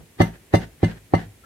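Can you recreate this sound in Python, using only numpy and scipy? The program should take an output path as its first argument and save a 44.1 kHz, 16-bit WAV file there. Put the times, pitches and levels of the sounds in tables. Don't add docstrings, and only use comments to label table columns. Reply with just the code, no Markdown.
import sys
import numpy as np
from scipy import signal
from scipy.fft import rfft, irfft, next_fast_len
from scipy.io import wavfile

SR = 44100
rng = np.random.default_rng(int(sys.argv[2]) if len(sys.argv) > 2 else 0)


def dump(signal):
    limited = np.clip(np.atleast_2d(signal).T, -1, 1)
    pcm = np.round(limited * 32767).astype(np.int16)
    wavfile.write(sys.argv[1], SR, pcm)


N = 63945
T = np.arange(N) / SR

# t/s, thump level/dB, knock level/dB, knock cut-off f/Hz, knock length factor,
# crunch level/dB, crunch and ring tilt/(dB per octave), ring level/dB
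STROKES = [(.204, -9.5, -8, 1150, 0.96, -20.5, 0, -26), (0.5394, -10, -8, 980, 0.96, -23.5, 0.45, -26.5),
           (0.8319, -11, -12.5, 562, 0.95, -30.5, -0.13, -30.5),
           (1.138, -14, -5, 1420, 0.64, -25.5, -1.5, -31.5)]
KNOCK_LEAD_S = 0.0018


def amp(db):
    return 10 ** (np.asarray(db) / 20)


def unit(x):
    return x / np.sqrt(np.mean(x ** 2) + 1e-20)


def along(points, hz):
    f, v = np.transpose(points)
    return np.interp(np.log(hz + 1), np.log(f + 1), v)


def filtered(x, response):
    size = next_fast_len(N + SR // 2)
    hz = np.fft.rfftfreq(size, 1 / SR)
    return irfft(rfft(x, size) * response(hz), size)[..., :N]


def stereo(pair, spectrum, alike):
    def mid_side_gains(hz):
        angle = np.arccos(np.clip(along(alike, hz), -1, 1)) / 2
        return amp(along(spectrum, hz)) * [np.cos(angle), np.sin(angle)]

    mid, side = filtered(pair, mid_side_gains)
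    return np.array([mid + side, mid - side])


def pan(db):
    return amp(np.array([[db], [-db]]) / 2)


def decay(t, t60):
    return np.exp(-np.log(1000) * t / t60)


def mode(start, hz, t60, attack):
    t = np.maximum(T - start, 0)
    return np.sin(2 * np.pi * hz * t) * decay(t, t60) * (1 - np.exp(-t / attack))


def swell(start, hz, rise):
    t = np.maximum(T - start, 0)
    return t / rise * np.exp(1 - t / rise) * np.sin(2 * np.pi * hz * t)


def flakes(spectrum):
    # f/Hz, likeness (0-1)
    flakes_alike = [(300, 0.6), (1500, 0.13), (5000, 0.035)]
    grains_per_s, spread_db = 9000, 5
    breaks = rng.random((2, N)) < grains_per_s / SR
    size_db = spread_db * np.clip(rng.standard_normal(N), -2, 2)
    sizes = rng.standard_normal((2, N)) * amp(size_db)
    return unit(stereo(breaks * sizes, spectrum, flakes_alike))


def resonant(x):
    spacing_hz, spread_db = 170, 6
    full_hz = 4070
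    knots_db = spread_db * np.clip(rng.standard_normal(1024), -2, 2)

    def response(hz):
        depth = np.minimum(hz / full_hz, 1)
        return amp(depth * np.interp(hz / spacing_hz, np.arange(len(knots_db)), knots_db))

    return unit(filtered(x, response))


def background():
    # f/Hz, relative level/dB
    floor_spectrum = [(25, -26), (55, 5), (110, 5), (200, -1), (400, -1.5), (600, -9.5), (1200, -15.5),
                      (2000, -10), (5000, -18.5), (9000, -15.5), (13000, -18), (16000, -24.5)]
    # f/Hz, likeness (0-1)
    floor_alike = [(100, 0.99), (500, 0.67), (2000, 0.13), (8000, 0.069)]
    level_db = -53.5
    noise = rng.standard_normal((2, N))
    return amp(level_db) * unit(stereo(noise, floor_spectrum, floor_alike))


def kitchen(x):
    # f/Hz, t60/s
    room_t60 = [(100, 0.3), (500, 0.29), (2000, 0.24), (10000, 0.21)]
    # f/Hz, level/dB
    room_send = [(60, -41), (130, -11.5), (300, -16), (1000, -13.5), (4000, -8), (12000, 1.5)]
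    # f/Hz, likeness (0-1)
    room_alike = [(100, 0.98), (400, 0.67), (1500, 0.067)]
    delay_s = 0.007
    hz, t, bands = signal.stft(rng.standard_normal((2, SR // 2)), SR, nperseg=256)
    fading = bands * decay(t, along(room_t60, hz)[:, None])
    tail = signal.istft(fading, SR, nperseg=256)[1]
    tail = tail / np.linalg.norm(tail[0])
    tail = np.pad(tail, ((0, 0), (int(delay_s * SR), 0)))
    mono = x.mean(0)[None]
    echoes = signal.fftconvolve(mono, tail, axes=1)[:, :N]
    return stereo(echoes, room_send, room_alike)


def earlier_stroke():
    # f/Hz, relative level/dB
    earlier_spectrum = [(25, -12), (60, -0.5), (170, 2.5), (260, -13), (450, -8), (1000, -21.5), (2500, -35),
                        (16000, -55)]
    fade_s, level_db = 0.036, -42
    return amp(level_db) * np.exp(-(T / fade_s) ** 2) * flakes(earlier_spectrum)


def rub():
    # f/Hz, relative level/dB
    rub_spectrum = [(300, -23), (900, -16), (1350, 6), (1800, -17), (2600, -17), (5000, -50), (16000, -48)]
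    start_s, width_s, level_db = 1.449, 0.011, -48.5
    pressure = np.exp(-((T - start_s) / width_s) ** 2)
    return amp(level_db) * pressure * flakes(rub_spectrum)


def rocking():
    # t/s, level/dB
    handling = [(0.956, -48), (1.258, -36.5)]
    rock_hz, rise_s = 104.8, 0.017
    return sum(amp(db) * swell(s, rock_hz, rise_s) for s, db in handling)


def dragging():
    # t/s, rise/s, fall/s, level/dB
    drags = [(.265, 0.039, 0.032, -41), (.355, 0.029, 0.012, -47.5), (0.632, 0.032, 0.017, -35.5),
             (0.903, 0.068, 0.032, -40), (0.977, 0.025, 0.014, -48), (1.198, 0.039, 0.046, -39),
             (1.448, .01, 0.017, -59)]
    # f/Hz, relative level/dB
    scrape_spectrum = [(150, 5), (400, 5), (800, -3), (1150, -7.5), (1750, 3.5), (2400, -7), (3200, -9),
                       (6000, -19.5), (10000, -31), (16000, -37)]
    pressure = np.zeros(N)
    for s, rise, fall, db in drags:
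        width = np.where(T < s, rise, fall)
        pressure += amp(db) * np.exp(-((T - s) / width) ** 2)
    return pressure * flakes(scrape_spectrum) + rub() + rocking()


def thump(start):
    # f/Hz, relative level/dB, time to swell/s
    support_modes = [(53.4, -26, 0.04), (110.26, -14.5, .028), (107.5, 1, 0.0071), (137.5, -2.5, 0.007),
                     (169.6, -1, 0.0091), (197.2, -6.5, 0.0093), (210.5, -18.5, 0.026), (344, 1, 0.002)]
    scatter_db = 0.29
    return sum(amp(db + rng.normal(0, scatter_db)) * swell(start, hz, rise) for hz, db, rise in support_modes)


def knock(start, cutoff_hz, length):
    # f/Hz, relative level/dB, t60/s before the length factor, left-right level/dB
    wood_modes = [(275.7, -2, 0.074, 2.5), (322.5, 2, 0.05, -10), (396.2, -3, 0.07, -10.5),
                  (448, -7, 0.03, 12), (570, 0, 0.062, 4), (684.2, 1.5, 0.053, -8), (753, -4, 0.062, 18),
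                  (918, -17, 0.21, -5.5), (1054, -14.5, 0.072, -6), (1144, -6.5, 0.062, 5.5),
                  (1288, -7, 0.078, -0.5)]
    attack_s = 0.0026
    ear_shift_s = 0.00013
    out = np.zeros((2, N))
    for hz, db, t60, side_db in wood_modes:
        shift = ear_shift_s * rng.choice([-1, 1]) * np.array([[1], [-1]])
        arrival = start - KNOCK_LEAD_S + shift
        cushion = 1 / np.sqrt(1 + (hz / cutoff_hz) ** 4)
        level = amp(db + rng.normal(0, 1)) * cushion
        out -= level * pan(side_db) * mode(arrival, hz, t60 * length, attack_s)
    return out


def ring(start, tilt_db):
    # f/Hz, relative level/dB, undamped t60/s, left-right level/dB
    bowl_modes = [(1750, -3, 0.017, -3.5), (2060, 1.5, 0.15, 4.5), (2796, -14, 0.21, 8.5),
                  (2897, -16, 0.055, -21), (3563, -16, 0.2, 3), (3915, -22, 0.13, 6),
                  (4380, -11.5, 0.032, 3), (4750, -30, 0.023, 0), (6170, -16, 0.047, -4.5),
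                  (7238, -25.5, 0.1, -13), (8060, -24.5, 0.092, -1), (8920, -22.5, 0.13, 0),
                  (11000, -31.5, 0.045, 8), (12900, -32, .05, 11)]
    build_s = 0.016
    settle_s, settled_t60_s = 0.04, 0.062
    out, t = np.zeros((2, N)), T - start
    build = np.clip(t / build_s, 0, 1)
    damping = decay(np.maximum(t - settle_s, 0), settled_t60_s)
    for hz, db, t60, side_db in bowl_modes:
        phase = rng.uniform(0, 2 * np.pi) + rng.normal(0, 0.93, (2, 1))
        scatter_db = rng.normal(0, 1.5)
        level = amp(db + scatter_db + tilt_db * np.log2(hz / 2000))
        fade = decay(np.maximum(t - build_s, 0), t60)
        out += level * pan(side_db) * build * fade * damping * np.sin(2 * np.pi * hz * t + phase)
    return out


def crunch(start, tilt_db):
    # f/Hz, relative level/dB
    crunch_spectrum = [(150, 6.5), (400, 7), (900, -3), (1400, -6.5), (1900, 2), (2500, -13), (4500, -15.5),
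                       (7000, -32.5), (12000, -34.5), (16000, -47)]
    brush_db, brush_rise_s = -5.5, 0.0076
    contact_db, ease_s, crush_t60_s = 4, 0.017, 0.094
    t = T - start + KNOCK_LEAD_S
    brush = amp(brush_db) * np.exp(np.minimum(t, 0) / brush_rise_s)
    contact = amp(contact_db * np.clip(1 - t / ease_s, 0, 1))
    crush = contact * decay(np.maximum(t - ease_s, 0), crush_t60_s)
    tilted = [(hz, db + tilt_db * np.log2(hz)) for hz, db in crunch_spectrum]
    return np.where(t < 0, brush, crush) * resonant(flakes(tilted))


def shatter(start, tilt_db):
    # f/Hz, relative level/dB
    shatter_spectrum = [(300, -22), (1500, -2), (3000, -4), (4600, 2), (5300, -8.5), (6300, 3.5),
                        (7000, -20), (9500, -13.5), (13000, -16), (16000, -24)]
    delay_s, width_s, level_db = 0.016, 0.0067, -12.5
    tilt_octaves = 4.7
    burst = np.exp(-((T - start - delay_s) / width_s) ** 2)
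    return amp(level_db + tilt_db * tilt_octaves) * burst * resonant(flakes(shatter_spectrum))


def pounding():
    out = np.zeros((2, N))
    for s, thump_db, knock_db, cutoff_hz, length, crunch_db, tilt_db, _ in STROKES:
        out += amp(thump_db) * thump(s)
        out += amp(knock_db) * knock(s, cutoff_hz, length)
        out += amp(crunch_db) * (crunch(s, tilt_db) + shatter(s, tilt_db))
    return out


def scene():
    ring_room_db = -7
    mortar = pounding() + dragging() + earlier_stroke()
    bowl = sum(amp(ring_db) * ring(s, tilt_db) for s, *_, tilt_db, ring_db in STROKES)
    room = kitchen(mortar + amp(ring_room_db) * bowl)
    return mortar + bowl + room + background()


def record(dry):
    bass_corner_hz, top_hz = 15.5, 15900
    thinned = filtered(dry, lambda hz: (1j * hz / (1j * hz + bass_corner_hz)) ** 2)
    limited = thinned / (1 + np.abs(thinned) ** 8) ** (1 / 8)
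    return filtered(limited, lambda hz: hz < top_hz)


dry = scene()
out = record(dry)
dump(out)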